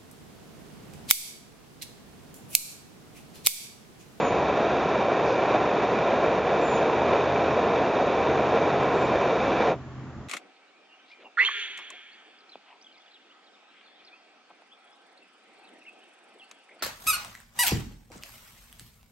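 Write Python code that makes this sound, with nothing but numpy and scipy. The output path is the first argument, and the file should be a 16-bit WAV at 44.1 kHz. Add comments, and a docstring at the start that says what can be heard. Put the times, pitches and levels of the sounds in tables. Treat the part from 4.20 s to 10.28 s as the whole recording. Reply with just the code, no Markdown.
"""A small camp stove roars close by under a metal pot, outdoors, until the fuel gives out and it dies.
The roar is turbulent gas, a dense rush with tiny pops, coloured by burner cup, wind shield and pot base.
Behind it far traffic rumbles and engines drone on drifting notes. A small bird whistles now and then,
thin and high, smeared by the trees, and a soft hiss swells once."""
import sys
import numpy as np
from scipy import signal
from scipy.fft import rfft, irfft
from scipy.io import wavfile
from scipy.ndimage import uniform_filter1d

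SR = 44100
rng = np.random.default_rng(int(sys.argv[2]) if len(sys.argv) > 2 else 0)


def digitize_waveform(pressure):
    """Quantize a signal to 16-bit integers and store it at the path in sys.argv[1].

    Rows of a 2-D input are taken as channels; values are limited to [-1, 1].
    """
    field = np.atleast_2d(pressure).T
    bounded = np.clip(field, -1, 1)
    quanta = np.round(bounded * 32767).astype(np.int16)
    wavfile.write(sys.argv[1], SR, quanta)


N = 268260


def flame(flicker_db=0.22, flicker_hz=98, scatter_db=-14):
    """The stove's roar in stereo: burning gas, swaying in strength, rings the burner and pot."""
    burn = burning_gas()
    # ground and grass send back a little treble, different on each side
    treble = np.diff(rng.standard_normal((2, N + 2)), n=2)
    scatter = gain_of(scatter_db) * treble * (SR / (2 * np.pi * 4000)) ** 2  # level set at 4 kHz
    strength = gain_of(flame_strength() + flicker_db * wander(flicker_hz))
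    bodies = stove_body()
    roar = [signal.oaconvolve(fuel_running_low(burn + back) * strength, body)[:N]
            for back, body in zip(scatter, bodies)]
    return np.array(roar) / np.linalg.norm(bodies[0])


def burning_gas(pops_per_s=1500, pop_share=0.2, spread_db=3.5, flash_s=.003, flash_hz=650):
    """Turbulent burning: a dense rush plus pockets of gas that all pop with the same polarity."""
    # the largest single flashes of gas, dull and short: t/s, level over the rush/dB
    flashes = [(.919, 10), (1.308, 8), (1.346, 13), (1.907, 11), (3.389, 10), (3.434, 7), (4.063, 10)]
    pop_sizes = gain_of(spread_db * np.minimum(rng.exponential(1, N), 4))
    pops = pop_sizes * (rng.random(N) < pops_per_s / SR)
    rush = rng.standard_normal(N)
    burn = np.sqrt(1 - pop_share) * rush - np.sqrt(pop_share) * unit_rms(pops - pops.mean())
    t = np.arange(round(flash_s * SR)) / SR
    puff = np.hanning(len(t)) * np.cos(2 * np.pi * flash_hz * (t - flash_s / 2))
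    for start, db in flashes:
        burn[round(start * SR):][:len(puff)] -= gain_of(db) * puff / np.linalg.norm(puff)
    return burn


def flame_strength(burn_db=-23, flutter_db=0.14, flutter_hz=6, starve_s=5.524, fall_db_per_s=500):
    """Level curve in dB: the flame burns steadily, flutters, and dies when the fuel gives out."""
    # brief dips and surges of the roar: t/s, level change/dB, length/s
    swings = [(.09, -2, .06), (.875, -2.5, .036), (1.31, 2, .03), (1.355, 2.5, .036), (1.92, 1, .036),
              (2.225, -3, .05), (2.93, 1.3, .12), (3.72, -2, .036), (4.36, 2, .036), (5.418, 2, .036),
              (5.49, 3.2, .045)]
    t = np.arange(N) / SR
    swing_db = sum(db * np.exp(-(2 * (t - centre) / length) ** 2) for centre, db, length in swings)
    knee_s = .005
    starved_db = fall_db_per_s * knee_s * np.logaddexp(0, (t - starve_s) / knee_s)
    return burn_db + flutter_db * wander(flutter_hz) + swing_db - starved_db


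def fuel_running_low(burn):
    """The starving jet brightens, surges once in its body, then loses its top first, its rumble last."""
    # band moves of the dying flame: low f/Hz, high f/Hz, [(t/s, level change/dB)]
    dying_bands = [(30, 380, [(5.52, 0), (5.56, 4)]), (450, 800, [(5.45, 0), (5.485, 2), (5.53, 2.5),
                   (5.55, 0)]), (820, 9000, [(5.46, 0), (5.505, -4)]), (1800, 9000, [(4.8, 0), (5.3, 1.2)])]
    for low_hz, high_hz, change in dying_bands:
        bandpass = signal.butter(3, (low_hz, high_hz), "band", fs=SR, output="sos")
        burn = burn + (gain_of(curves(change)[0]) - 1) * signal.sosfiltfilt(bandpass, burn)
    return burn


def stove_body(left_late_s=5.5e-6, n_fft=8192):
    """Left and right impulse responses of jet and metalwork; the stove sits a little nearer the right."""
    # broad colour of the burning jet: f/Hz, relative level/dB
    jet = [(30, -50.5), (80, -30), (155, -10.5), (200, -7.5), (250, -7.5), (432, -2), (714, -2),
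           (2080, -19), (2390, -18.5), (2920, -26), (3720, -28), (4120, -35.5), (6800, -40), (7200, -52),
           (9590, -71.5)]
    # burner cup, wind shield and pot base lift and hollow the roar: f/Hz, width/Hz, gain/dB
    resonances = [(450, 175, 2.32), (714, 120, 1.2), (867, 73, -4.5), (1020, 250, 3), (1187, 130, -4),
                  (1410, 160, 1.5), (1505, 90, -2.5), (2070, 100, 1), (2128, 130, -6), (2360, 170, 5),
                  (2613, 190, 3), (2840, 150, -1), (3280, 180, -1.5), (3520, 250, 3), (3760, 130, 5),
                  (3940, 200, 2), (4330, 94, 5.5), (4570, 80, -4.5), (4670, 170, 4.5), (4760, 100, -3),
                  (5370, 150, -2), (5540, 150, 3)]
    # the pot shades the two sides unequally: f/Hz, width/Hz, left minus right/dB
    pot_shade = [(1120, 220, -.9), (1380, 200, -.5), (1800, 200, -1.3), (2200, 180, -3.5),
                 (2430, 250, -2.6), (2670, 150, 1.5), (2830, 120, -2), (3300, 400, 2), (3780, 150, 1.3),
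                 (5250, 200, 1.5), (5620, 120, -1.5), (6350, 500, 3), (7150, 150, 3)]
    hz = np.fft.rfftfreq(n_fft, 1 / SR)
    colour_db = np.maximum(over_frequency(jet, hz), -70) + bell_eq(hz, resonances)
    bodies = []
    for side, late_s in ((.5, left_late_s), (-.5, 0)):
        ring = minimum_phase(colour_db + side * bell_eq(hz, pot_shade))
        delay = np.exp(-2j * np.pi * hz * (late_s + 8 / SR))
        bodies.append(irfft(rfft(ring, n_fft) * delay))
    return bodies


def traffic(patchy_db=1.5, n_fft=2048, hop=512):
    """Far traffic: a noise bed with drifting patches of colour, centred in the bass, wide on top."""
    # colour of the rumble: f/Hz, relative level/dB
    colour = [(15, -40), (30, -24), (60, -6), (100, -5), (135, -3.5), (160, -3), (180, -9), (235, -4),
              (300, -5), (450, -18), (700, -19), (900, -21), (1200, -19), (2000, -28), (3400, -37),
              (5000, -45), (8000, -57)]
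    # ebb and swell of the traffic: t/s, level/dB
    swell = [(0, -36.5), (1.4, -40), (2.8, -40), (4.2, -41.5), (5.6, -40), (5.85, -39.5), (6.09, -42.5)]
    # likeness of left and right: f/Hz, correlation/0-1
    likeness = [(60, 1), (460, 0.96), (1200, 0.96), (2500, 0.3), (5000, 0.24)]
    hz = np.fft.rfftfreq(n_fft, 1 / SR)
    left_re, left_im, side_re, side_im, patches = rng.standard_normal((N // hop + 5, len(hz), 5)).T
    patches = uniform_filter1d(patches, size=10, axis=0)  # smooth across frequency
    patches = unit_rms(uniform_filter1d(patches, size=10, axis=1))  # and across time
    shared = over_frequency(likeness, hz)[:, None]
    left = left_re + 1j * left_im
    right = shared * left + np.sqrt(1 - shared ** 2) * (side_re + 1j * side_im)
    spectra = np.array([left, right]) * gain_of(over_frequency(colour, hz)[:, None] + patchy_db * patches)
    rumble = signal.istft(spectra, nperseg=n_fft, noverlap=n_fft - hop)[1][:, :N]
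    return gain_of(curves(swell)[0]) * unit_rms(rumble)


def engine_drones(high_ratio=1.585, waver=.008, throb_db=1.5):
    """Far engines hum on two notes that drift together; a third, deeper one passes late."""
    # the paired engine notes: t/s, low note f/Hz, low note level/dB, high note level/dB
    paired_notes = [(0, 78.8, -59, -53), (.55, 79.7, -47.5, -53.5), (1.3, 76.45, -60.5, -47.5),
                    (2.3, 77.6, -51.5, -52), (3.05, 82.3, -45, -43), (3.65, 81.2, -47.5, -44.5),
                    (3.9, 82.1, -64, -49), (4.1, 84.3, -43, -37.5), (4.45, 83.9, -49, -44),
                    (4.6, 83.5, -51, -40.5), (4.85, 82.25, -47, -42), (5.2, 79.4, -52, -45.5),
                    (5.6, 81.2, -54, -44), (5.85, 81.4, -55, -42), (6.09, 81.7, -56, -48)]
    # the deep engine note: t/s, f/Hz, level/dB
    deep_note = [(4.55, 58, -70), (4.75, 59.5, -51), (5.35, 62.5, -50), (5.6, 63, -70)]
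    low_hz, low_db, high_db = curves(paired_notes)
    notes = (low_hz, low_db), curves(deep_note), (high_ratio * low_hz, high_db)
    return sum(tone(hz * (1 + waver * wander(7.1)), db + throb_db * wander(5.8)) for hz, db in notes)


def bird(bend=2.3, warble=.016, rough_db=3, pan_db=1.5, echo_db=-2.5, reverb_s=.6):
    """Falling whistles with a fast warble, a little to the left, smeared by the trees."""
    # bird calls: start t/s, length/s, first f/Hz, last f/Hz, level at the crest/dB
    calls = [(-.05, .165, 6900, 6560, -51), (2.39, .21, 7240, 6400, -51), (4.59, .055, 7580, 7480, -54.5),
             (4.715, .165, 7400, 7080, -59.5)]
    song, t = np.zeros(N), np.arange(N) / SR
    for start, length, first_hz, last_hz, crest_db in calls:
        progress = np.clip((t - start) / length, 0, 1)
        hz = first_hz + (last_hz - first_hz) * progress ** bend  # the fall steepens
        db = crest_db + np.interp(progress, (0, .8, 1), (-9, 0, -3))  # swells, then fades
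        gate = np.clip(np.minimum(progress, 1 - progress) * length / .03, 0, 1)  # 30 ms ramps
        song += gate * tone(hz * (1 + warble * wander(120)), db + rough_db * wander(60))
    tail_t = np.arange(SR // 4) / SR
    trees = rng.standard_normal((2, len(tail_t))) * gain_of(-60 * tail_t / reverb_s)
    echo = signal.oaconvolve(song[None], trees / np.linalg.norm(trees[0]), axes=1)[:, :N]
    direct = np.array([song * gain_of(pan_db), np.roll(song, 1) / gain_of(pan_db)])  # far side lags
    return direct + gain_of(echo_db) * echo


def swish(start_s=1.04, length_s=.17, band_hz=(3800, 5800), level_db=-51.5):
    """One soft hiss: a band of noise that rises fast and falls slowly."""
    progress = np.clip((np.arange(N) / SR - start_s) / length_s, 0, 1)
    bandpass = signal.butter(2, band_hz, "band", fs=SR, output="sos")
    hiss = unit_rms(signal.sosfilt(bandpass, rng.standard_normal(N)))
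    return gain_of(level_db) * hiss * np.sin(np.pi * progress ** .55)


def gain_of(db):
    return 10 ** (np.asarray(db) / 20)


def unit_rms(x):
    return x / np.sqrt(np.mean(x ** 2) + 1e-20)


def over_frequency(points, hz):
    """Breakpoints joined along a log frequency axis."""
    point_hz, values = np.transpose(points)
    return np.interp(np.log(hz + 1), np.log(point_hz + 1), values)


def curves(rows):
    """One automation curve, sample by sample, for each column after the time."""
    times, *columns = np.transpose(rows)
    return [np.interp(np.arange(N) / SR, times, column) for column in columns]


def wander(hz):
    """Random drift of unit rms, with little motion faster than hz."""
    lowpass = signal.butter(2, hz, fs=SR, output="sos")
    return unit_rms(signal.sosfilt(lowpass, rng.standard_normal(N + SR))[SR:])


def bell_eq(hz, bells):
    """Sum of bell-shaped lifts and hollows in dB."""
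    return sum(db / (1 + (2 * (hz - centre) / width) ** 2) for centre, width, db in bells)


def minimum_phase(db):
    """Impulse response that rings only after the hit, for an EQ curve from 0 Hz to SR / 2."""
    log_gain = np.log(gain_of(np.concatenate([db, db[-2:0:-1]])))
    spectrum = np.exp(np.conj(signal.hilbert(log_gain)))
    return np.fft.ifft(spectrum).real[:len(db)]


def tone(hz, db):
    """A sine that follows a pitch curve, at an rms level."""
    return np.sqrt(2) * gain_of(db) * np.sin(2 * np.pi * (np.cumsum(hz) / SR + rng.random()))


def scene():
    """The stove up front, the outdoors behind it."""
    return flame() + traffic() + engine_drones() + bird() + swish()


def record(dry, hiss_db=-59.5, low_cuts_hz=(52, 6), high_cut_hz=7480):
    """Microphone hiss, a bass roll-off that starts higher on the left, then a steep high cut."""
    noisy = dry + gain_of(hiss_db) * rng.standard_normal(dry.shape)
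    thinned = np.array([signal.lfilter(*signal.butter(1, hz, "high", fs=SR), channel)
                        for hz, channel in zip(low_cuts_hz, noisy)])
    high_cut = signal.firwin(401, high_cut_hz, window=("kaiser", 9), fs=SR)
    return signal.oaconvolve(thinned, high_cut[None], "same")


dry = scene()
out = record(dry)
digitize_waveform(out)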